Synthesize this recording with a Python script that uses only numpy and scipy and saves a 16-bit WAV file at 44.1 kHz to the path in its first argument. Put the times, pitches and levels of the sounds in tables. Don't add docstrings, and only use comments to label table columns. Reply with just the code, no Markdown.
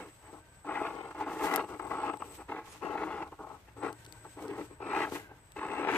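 import sys
import numpy as np
from scipy import signal
from scipy.fft import rfft, irfft, next_fast_len
from scipy.io import wavfile
from scipy.ndimage import uniform_filter1d, map_coordinates

SR = 44100
rng = np.random.default_rng(int(sys.argv[2]) if len(sys.argv) > 2 else 0)


def store_pcm(level_fs):
    pcm = np.round(np.clip(level_fs, -1, 1) * 32767).astype(np.int16)
    wavfile.write(sys.argv[1], SR, np.atleast_2d(pcm).T)


N = 263277

# (centre [Hz], width [Hz], relative level [dB])
SHELL = [(176.5, 39, -11), (301.3, 30.6, 4), (435.3, 93, 0)]
# (centre [Hz], width [Hz], relative level [dB])
CHASSIS = [(646, 53, -7), (776.5, 60, -2.5), (857.7, 51.4, 3.5), (1098.5, 83, -2.5), (1292, 78, -3),
           (1445, 108, -9)]
# (centre [Hz], width [Hz], relative level [dB])
GEARBOX = [(1642, 109, 3), (1999, 138, 3), (2202, 133, 1), (2485, 260, -1.5), (2713, 285, -1.5),
           (3280, 930, -9.5), (4070, 1630, -13)]
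REFERENCE_LOAD_DB = -32


def amp(db):
    return 10 ** (np.asarray(db) / 20)


def unit(x):
    return x / np.sqrt(np.mean(x ** 2) + 1e-20)


def along(points, hz):
    f, v = np.transpose(points)
    return np.interp(np.log(hz + 1), np.log(f + 1), v)


def curves(rows):
    s, *cols = np.transpose(rows)
    return [np.interp(np.arange(N) / SR, s, c) for c in cols]


def wobble(rate):
    knots = rng.standard_normal(int(N * rate / SR) + 4)
    return map_coordinates(knots, [np.arange(N) * rate / SR])


def filtered(x, response):
    m = next_fast_len(N + SR // 2)
    return irfft(rfft(x, m) * response(np.fft.rfftfreq(m, 1 / SR)), m)[..., :N]


def ring(x, modes):
    def response(f):
        total = 0
        for k, (centre, width, db) in enumerate(modes):
            mode = 1j * f * width / (centre * centre - f * f + 1j * f * width)
            total = total + (-1) ** k * amp(db) * mode
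        return total
    return filtered(x, response)


def taps(per_s, spread_db):
    struck = rng.random(N) < per_s / SR
    sign = rng.choice([-1, 1], N)
    return struck * sign * amp(spread_db * np.minimum(rng.exponential(size=N), 3))


def panned(x, db):
    return x * amp(np.array([db / 2, -db / 2]).reshape(2, -1))


def lagged(pair, s):
    return filtered(pair, lambda hz: np.exp(1j * np.pi * hz * s * np.array([[1], [-1]])))


def spans(rows, rise_db_per_s, fall_db_per_s, floor_db):
    t = np.arange(0, N / SR, 1 / 1000)
    start, end, open_db, close_db, *cols = np.transpose(rows)[..., None]
    held_db = open_db + (close_db - open_db) * np.clip((t - start) / (end - start), 0, 1)
    before, after = np.maximum(start - t, 0), np.maximum(t - end, 0)
    db = held_db - rise_db_per_s * before - fall_db_per_s * after
    lead = db.argmax(axis=0)
    level_db = np.maximum(db.max(axis=0), floor_db)
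    return curves(np.transpose([t, level_db, *[c[lead, 0] for c in cols]]))


def throttle():
    # (start [s], end [s], opening load [dB], closing load [dB],
    # shell share [dB], gearbox share at the reference load [dB])
    bursts = [(0, .06, -45, -54.5, 2.5, -6.5), (.085, .11, -56, -68, 3.5, 3),
              (.225, .3, -56.5, -53.5, -4, -4.5), (.33, .39, -50, -57.5, 0, -24.5),
              (.65, .69, -47, -42, -1.5, -13.5), (.69, .88, -39, -37, -5.5, -10.5),
              (.88, 1.085, -43, -45, -2, -10.5), (1.11, 1.125, -41, -50, -6, -11),
              (1.147, 1.235, -48, -38, -2, -9.5), (1.265, 1.38, -40, -43, -1.5, -11.5),
              (1.395, 1.6, -37, -32, -4, -9), (1.62, 1.65, -41, -46.5, 2, -10),
              (1.685, 1.745, -44, -42, 0.5, -13.5), (1.795, 1.88, -45, -47, -1, -12.5),
              (1.905, 2.1, -39, -36.5, -4.5, -12.5), (2.11, 2.14, -44.5, -43, -2, -14),
              (2.2, 2.35, -50, -62.5, 3, -8.5), (2.385, 2.41, -46, -47, -2, -10),
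              (2.487, 2.6, -44.5, -45.5, -2.5, -8.5), (2.62, 2.77, -59, -58.5, -2.5, -4.5),
              (2.82, 3.23, -40.5, -41.5, -2, -11), (3.26, 3.285, -47.5, -55, -3.5, -16.5),
              (3.32, 3.34, -49, -56, -2.5, -14), (3.39, 3.44, -46.5, -48, -3.5, -33),
              (3.465, 3.55, -49, -50, -4.5, -18.5), (3.675, 3.69, -61, -59.5, -12.5, 3.5),
              (3.765, 3.81, -53, -51, 3, -14), (3.82, 3.845, -42, -32.5, -0.5, -10.5),
              (3.845, 3.89, -36, -38, -0.5, -12), (3.94, 4.22, -74, -67, 1, 3),
              (4.248, 4.27, -49, -61.5, 3, -12), (4.37, 4.46, -51.5, -46.5, 5.5, -11),
              (4.475, 4.61, -50, -45, 5, -7.5), (4.62, 4.66, -54, -64, 10.5, -10),
              (4.7, 4.73, -60, -64.5, 8, -1), (4.805, 4.9, -47.5, -38.5, 1, -7.5),
              (4.9, 5.0, -38, -32.5, -4.5, -7), (5.0, 5.045, -33.5, -36, -3.5, -5),
              (5.05, 5.085, -42, -48.5, 5, -5), (5.12, 5.135, -44.5, -48.5, 7, -10),
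              (5.148, 5.175, -44.5, -49, 2.5, 1), (5.18, 5.4, -52.5, -73, 2, 0.5),
              (5.565, 5.6, -46.5, -44, 0, -2.5), (5.6, 5.87, -41, -35.5, -2, -8.5),
              (5.87, 5.97, -35.5, -27.5, -1, -5)]
    return spans(bursts, rise_db_per_s=1493, fall_db_per_s=510.5, floor_db=-93)


def load():
    return throttle()[0]


def turns():
    reference_hz, hz_per_db, creep_hz, inertia_s = 78, 2.6, 14, .08
    hz = np.maximum(reference_hz + hz_per_db * (load() - REFERENCE_LOAD_DB), creep_hz)
    smooth_hz = uniform_filter1d(hz, round(inertia_s * SR))
    return 2 * np.pi * np.cumsum(smooth_hz) / SR


def drivetrain():
    load_db, shell_db, gear_db = throttle()
    gear_db = gear_db + 0.2 * (load_db - REFERENCE_LOAD_DB)
    tight_spot = np.cos(turns() + 0.6 * wobble(25))
    rattle_db = .7 * wobble(22) + 1.3 * wobble(70)
    shared = unit(taps(per_s=1500, spread_db=2.0))

    def teeth(beat_db):
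        mixed = shared + 1.3 * unit(taps(per_s=2000, spread_db=2.5))
        soft = filtered(mixed, lambda hz: 1 / (1 + 1j * hz / 3500) ** 2)
        return soft * amp(beat_db * tight_spot + 0.9 * wobble(40) + rattle_db)

    def tapped(x, modes, db):
        return ring(x * amp(db), modes) / np.std(ring(x, modes))

    chassis = tapped(teeth(2.0), CHASSIS, load_db)
    shell = tapped(teeth(1.37), SHELL, load_db + shell_db)
    gearbox = tapped(teeth(2.9), GEARBOX, load_db + gear_db)
    return chassis + shell + gearbox


def rock(x):
    # (frequency [Hz], time to fall 60 dB [s])
    decay = [(200, 0.046), (2000, 0.03), (10000, 0.015)]
    # (frequency [Hz], level [dB])
    colour = [(300, -20), (1200, -9.5), (3000, 6.5)]
    out, step = np.zeros((2, N + 2 * SR)), SR // 8
    padded = np.pad(x, 2 * step)
    for start in range(-step, N, step):
        hz, t, z = signal.stft(rng.standard_normal((2, SR // 10)), SR, nperseg=128)
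        tail_db = along(colour, hz)[:, None] - 60 * t / along(decay, hz)[:, None]
        tail = signal.istft(z * amp(tail_db), SR, nperseg=128)[1]
        piece = padded[start + 2 * step:][:2 * step] * np.hanning(2 * step)
        wet = signal.fftconvolve(piece[None], tail, axes=1)
        out[:, start + step:][:, :wet.shape[1]] += wet
    return out[:, step:N + step]


def grit():
    # (start [s], end [s], opening level [dB], closing level [dB], fizz share [dB])
    skids = [(0, .35, -66, -69, -6.5), (.8, .87, -68, -61, -7), (1.33, 1.44, -56, -57.5, -6.5),
             (1.44, 1.56, -44.5, -51, -4.5), (1.64, 1.9, -67, -62, -7), (2.26, 2.36, -60.5, -57, -3.5),
             (2.665, 2.77, -55.5, -57, -11), (3.95, 4.65, -66.5, -63, -7.5), (4.41, 4.44, -61, -59.5, -5),
             (4.97, 5.12, -53, -56.5, -8.5), (5.15, 5.2, -44, -54, -6), (5.91, 5.97, -50.5, -43.5, -13.5)]
    # (frequency [Hz], density [dB per Hz])
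    scrub_spectrum = [(1470, -2), (2500, 0), (4530, -6), (4860, -6.5), (6810, -6.5), (9000, -8),
                      (11700, -84), (19800, -120)]
    # (frequency [Hz], density [dB per Hz])
    fizz_spectrum = [(5000, -40), (8500, -14), (9150, -13.5), (14000, -8), (15000, -18)]
    rest_db, rest_fizz_db = -69.5, -9
    roll_fizz_db = -13
    skid_db, skid_fizz_db = spans(skids, rise_db_per_s=352, fall_db_per_s=205, floor_db=-120)
    roll_db = -58 + 0.6 * (load() - REFERENCE_LOAD_DB)

    scrub = np.sqrt(amp(rest_db) ** 2 + amp(roll_db) ** 2 + amp(skid_db) ** 2)
    fizz = np.sqrt(amp(rest_db + rest_fizz_db) ** 2 + amp(roll_db + roll_fizz_db) ** 2
                   + amp(skid_db + skid_fizz_db) ** 2)
    grains = [unit(taps(per_s=2700, spread_db=6.5)) + 0.89 * rng.standard_normal(N) for _ in range(2)]
    swarm = np.array(grains) * amp(1.87 * wobble(33))

    def band(spectrum):
        return unit(filtered(swarm, lambda hz: amp(along(spectrum, hz))))

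    return scrub * band(scrub_spectrum) + panned(fizz, 3) * band(fizz_spectrum)


def whistle():
    # (start [s], end [s], opening level [dB], closing level [dB])
    drives = [(0, .38, -68, -65), (.44, .7, -72, -64), (.7, 1.1, -63.5, -68), (1.17, 1.4, -73.5, -66),
              (1.4, 2.38, -68.5, -59.5), (3.2, 3.52, -77, -74), (3.8, 4.0, -63, -68.5),
              (4.1, 4.8, -62.5, -69.5), (4.85, 5.0, -65, -61), (5.41, 5.82, -69.5, -60.5),
              (5.88, 5.97, -66, -65)]
    switch_hz = 8033.7
    carrier = 2 * np.pi * switch_hz * np.arange(N) / SR + .2 * wobble(20)
    depth = amp(0.295 * (load() + 31) - 5.0 + 3.5 * wobble(12))
    spin = turns() + 1.2 * wobble(25)
    tone = np.sin(carrier) + depth * (np.sin(carrier + spin) + 0.13 * np.sin(carrier - spin))
    side_db = 5 + 2.5 * wobble(4)
    level_db = spans(drives, rise_db_per_s=250, fall_db_per_s=150, floor_db=-90)[0]
    return panned(np.sqrt(2) * amp(level_db + 2.01 * wobble(30)) * tone, side_db)


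def air():
    # (frequency [Hz], density [dB per Hz])
    spectrum = [(12, -47), (25, -22.5), (45, 0), (75, 3), (140, -3), (220, -13), (900, -14), (2000, -19),
                (3400, -30), (7000, -50), (14500, -34)]
    # (frequency [Hz], correlation [0 to 1])
    alike = [(60, 0.963), (290, 0.874), (1400, 0.15), (3000, 0)]

    def spread(hz):
        turn = np.arccos(np.clip(along(alike, hz), -1, 1)) / 2
        return amp(along(spectrum, hz)) * [np.cos(turn), np.sin(turn)]

    mid, side = filtered(rng.standard_normal((2, N)), spread)
    level = amp(-59.5 + 0.12 * wobble(3.4))
    return panned(level, 1) * unit(np.array([mid + side, mid - side]))


def hum():
    # (time [s], level [dB])
    swell = [(0, -80), (1.9, -62.5), (3.55, -89), (3.75, -56.5), (5.25, -61.5), (5.5, -75), (5.97, -57)]
    level = amp(curves(swell)[0] + 1.7 * wobble(14))
    return level * np.sin(2 * np.pi * 112 * np.arange(N) / SR + 0.61 * wobble(13))


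def servo():
    # (time [s], level [dB])
    effort = [(0, -102), (.2, -67.5), (.65, -71), (1.2, -84), (2.4, -87.5), (3.7, -99), (3.95, -65.5),
              (4.3, -66.5), (4.7, -65), (5.3, -60), (5.4, -84), (5.97, -85)]
    # (multiple of the pitch, relative level [dB])
    orders = [(1, -8), (2, -5), (3, -3), (5, 0), (6, -12)]
    pitch_hz, stutter_hz = 310.2, 48
    t = np.arange(N) / SR
    phase = 2 * np.pi * pitch_hz * t + .4 * wobble(70)
    stutter = amp(3.5 * np.sin(2 * np.pi * stutter_hz * t + 1.5 * wobble(12)))
    buzz = sum(amp(db + 2.5 * wobble(50)) * np.sin(k * phase) for k, db in orders)
    return amp(curves(effort)[0]) * unit(stutter * buzz)


def knocks():
    # (time [s], level before the bodies ring [dB], shell share [dB], pitch [Hz])
    blows = [(0.333, -39, -23, 848), (0.647, -28.5, -1, 850), (0.815, -13, 2.5, 800),
             (1.148, -23, -26, 830), (1.208, -15.5, -26, 865), (1.265, -30, 9, 853), (1.691, -31, -3, 858),
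             (1.744, -25, -2, 776), (1.796, -16.5, -22, 1307), (1.912, -23, 2, 879), (2.02, -31, 1, 886),
             (2.137, -17, -2, 1050), (2.17, -28, -19, 934), (2.221, -13, -35, 1090), (2.489, -28, -7, 895),
             (2.519, -20, -9, 895), (2.845, -28, 14.5, 790), (2.954, -16, -6, 851), (3.227, -22, -20, 853),
             (3.325, -33, -42, 895), (3.39, -28, -16, 850), (3.468, -34.5, -25.5, 906),
             (3.514, -29, -34.5, 875), (3.683, -37.5, 1.5, 756), (4.074, -46.5, 15, 904),
             (4.251, -33, 3, 1090), (4.71, -38.5, 15, 1260), (4.804, -25, 4.5, 910),
             (5.121, -35, 17.5, 1294), (5.149, -32, -8, 1120), (5.314, -30.5, 4, 730),
             (5.563, -27.5, -16.5, 795)]
    upper, lower = np.zeros((2, N))
    t = np.arange(SR // 50) / SR
    for s, db, shell_db, hz in blows:
        rough = 0.77 + 0.039 * rng.standard_normal(len(t))
        blow = amp(-60 * t / 0.0095) * rough * np.sin(2 * np.pi * hz * t)
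        at = round(s * SR)
        upper[at:][:len(t)] += amp(db) * blow
        lower[at:][:len(t)] += amp(db + shell_db - 60 * t / 0.0023)
    return 0.2 * upper + ring(upper, CHASSIS) + amp(-6.0) * ring(upper, GEARBOX) + ring(lower, SHELL)


def snaps():
    # (time [s], level before the bands [dB], treble share [dB], left over right [dB])
    grains = [(0.9532, -53, -8, 1.0), (1.447, -49, -1.5, 10.5), (1.5398, -43, -15, 29),
              (1.56, -30.5, 20.5, 13), (1.5664, -44, -2, -15), (1.6891, -56, -16, 4), (1.869, -53, -22, 2),
              (2.172, -51, -26, 10), (2.2503, -60, -15, -2), (3.277, -58, -27, -8.5),
              (3.928, -45, -20, 9.5), (4.0471, -53, -1, 15), (4.0512, -47, -4.5, 6),
              (4.0635, -46.5, -16, -0.5), (4.1245, -43, -11.5, 10), (4.4244, -54, -4, 14),
              (4.4817, -50.5, -20, -7.5), (5.0854, -59.5, -2.5, -1.5), (5.0995, -49.5, -5, 7),
              (5.52, -53.5, 10, 6)]
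    low, high = np.zeros((2, N + SR)), np.zeros((2, N + SR))
    t = np.arange(SR // 40) / SR
    for s, db, treble_db, side_db in grains:
        crack = panned(amp(db - 60 * t / 0.0096) * rng.standard_normal(len(t)), side_db)
        at = round(s * SR)
        low[:, at:][:, :len(t)] += amp(8.0) * crack
        high[:, at:][:, :len(t)] += amp(treble_db) * crack
    low_band = ring(low[:, :N], [(1900, 920, 0), (4740, 5500, -0.5)])
    high_band = ring(ring(high[:, :N], [(11960, 1700, 0)]), [(11500, 31000, 0)])
    return low_band + high_band


def squeak():
    # (time [s], fundamental [Hz], level of the fourth harmonic before its flutter [dB])
    slip = [(2.68, 1540, -77), (2.7, 1657, -64), (2.715, 1716, -65), (2.73, 1670, -62), (2.745, 1540, -67)]
    hz, db = curves(slip)
    phase = 2 * np.pi * np.cumsum(hz) / SR + .3 * wobble(400)
    gate = (np.arange(N) > slip[0][0] * SR) & (np.arange(N) < slip[-1][0] * SR)
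    overtones = sum(a * np.sin(k * phase) for k, a in [(3, 0.44), (4, 1), (5, 0.88), (6, 0.92)])
    return gate * amp(db + 1.8 * wobble(200)) * overtones


def scene():
    # (time [s], left over right [dB])
    side_of_truck = [(0.0, 2.5), (2.43, 4.5), (3.94, 4), (4.92, 3), (5.97, 3)]
    truck = drivetrain() + knocks() + servo()
    near = lagged(panned(truck, curves(side_of_truck)[0]), .00008) + amp(-20.5) * rock(truck)
    small = lagged(snaps() + whistle(), 0.000221) + grit() + squeak()
    return near + small + panned(hum(), 1) + air()


def record(dry):
    # (frequency [Hz], level [dB])
    treble = [(14500, 0), (14900, -28), (15300, -42)]
    top_hz = 16026
    return filtered(dry, lambda hz: amp(along(treble, hz)) * (hz < top_hz))


dry = scene()
out = record(dry)
store_pcm(out)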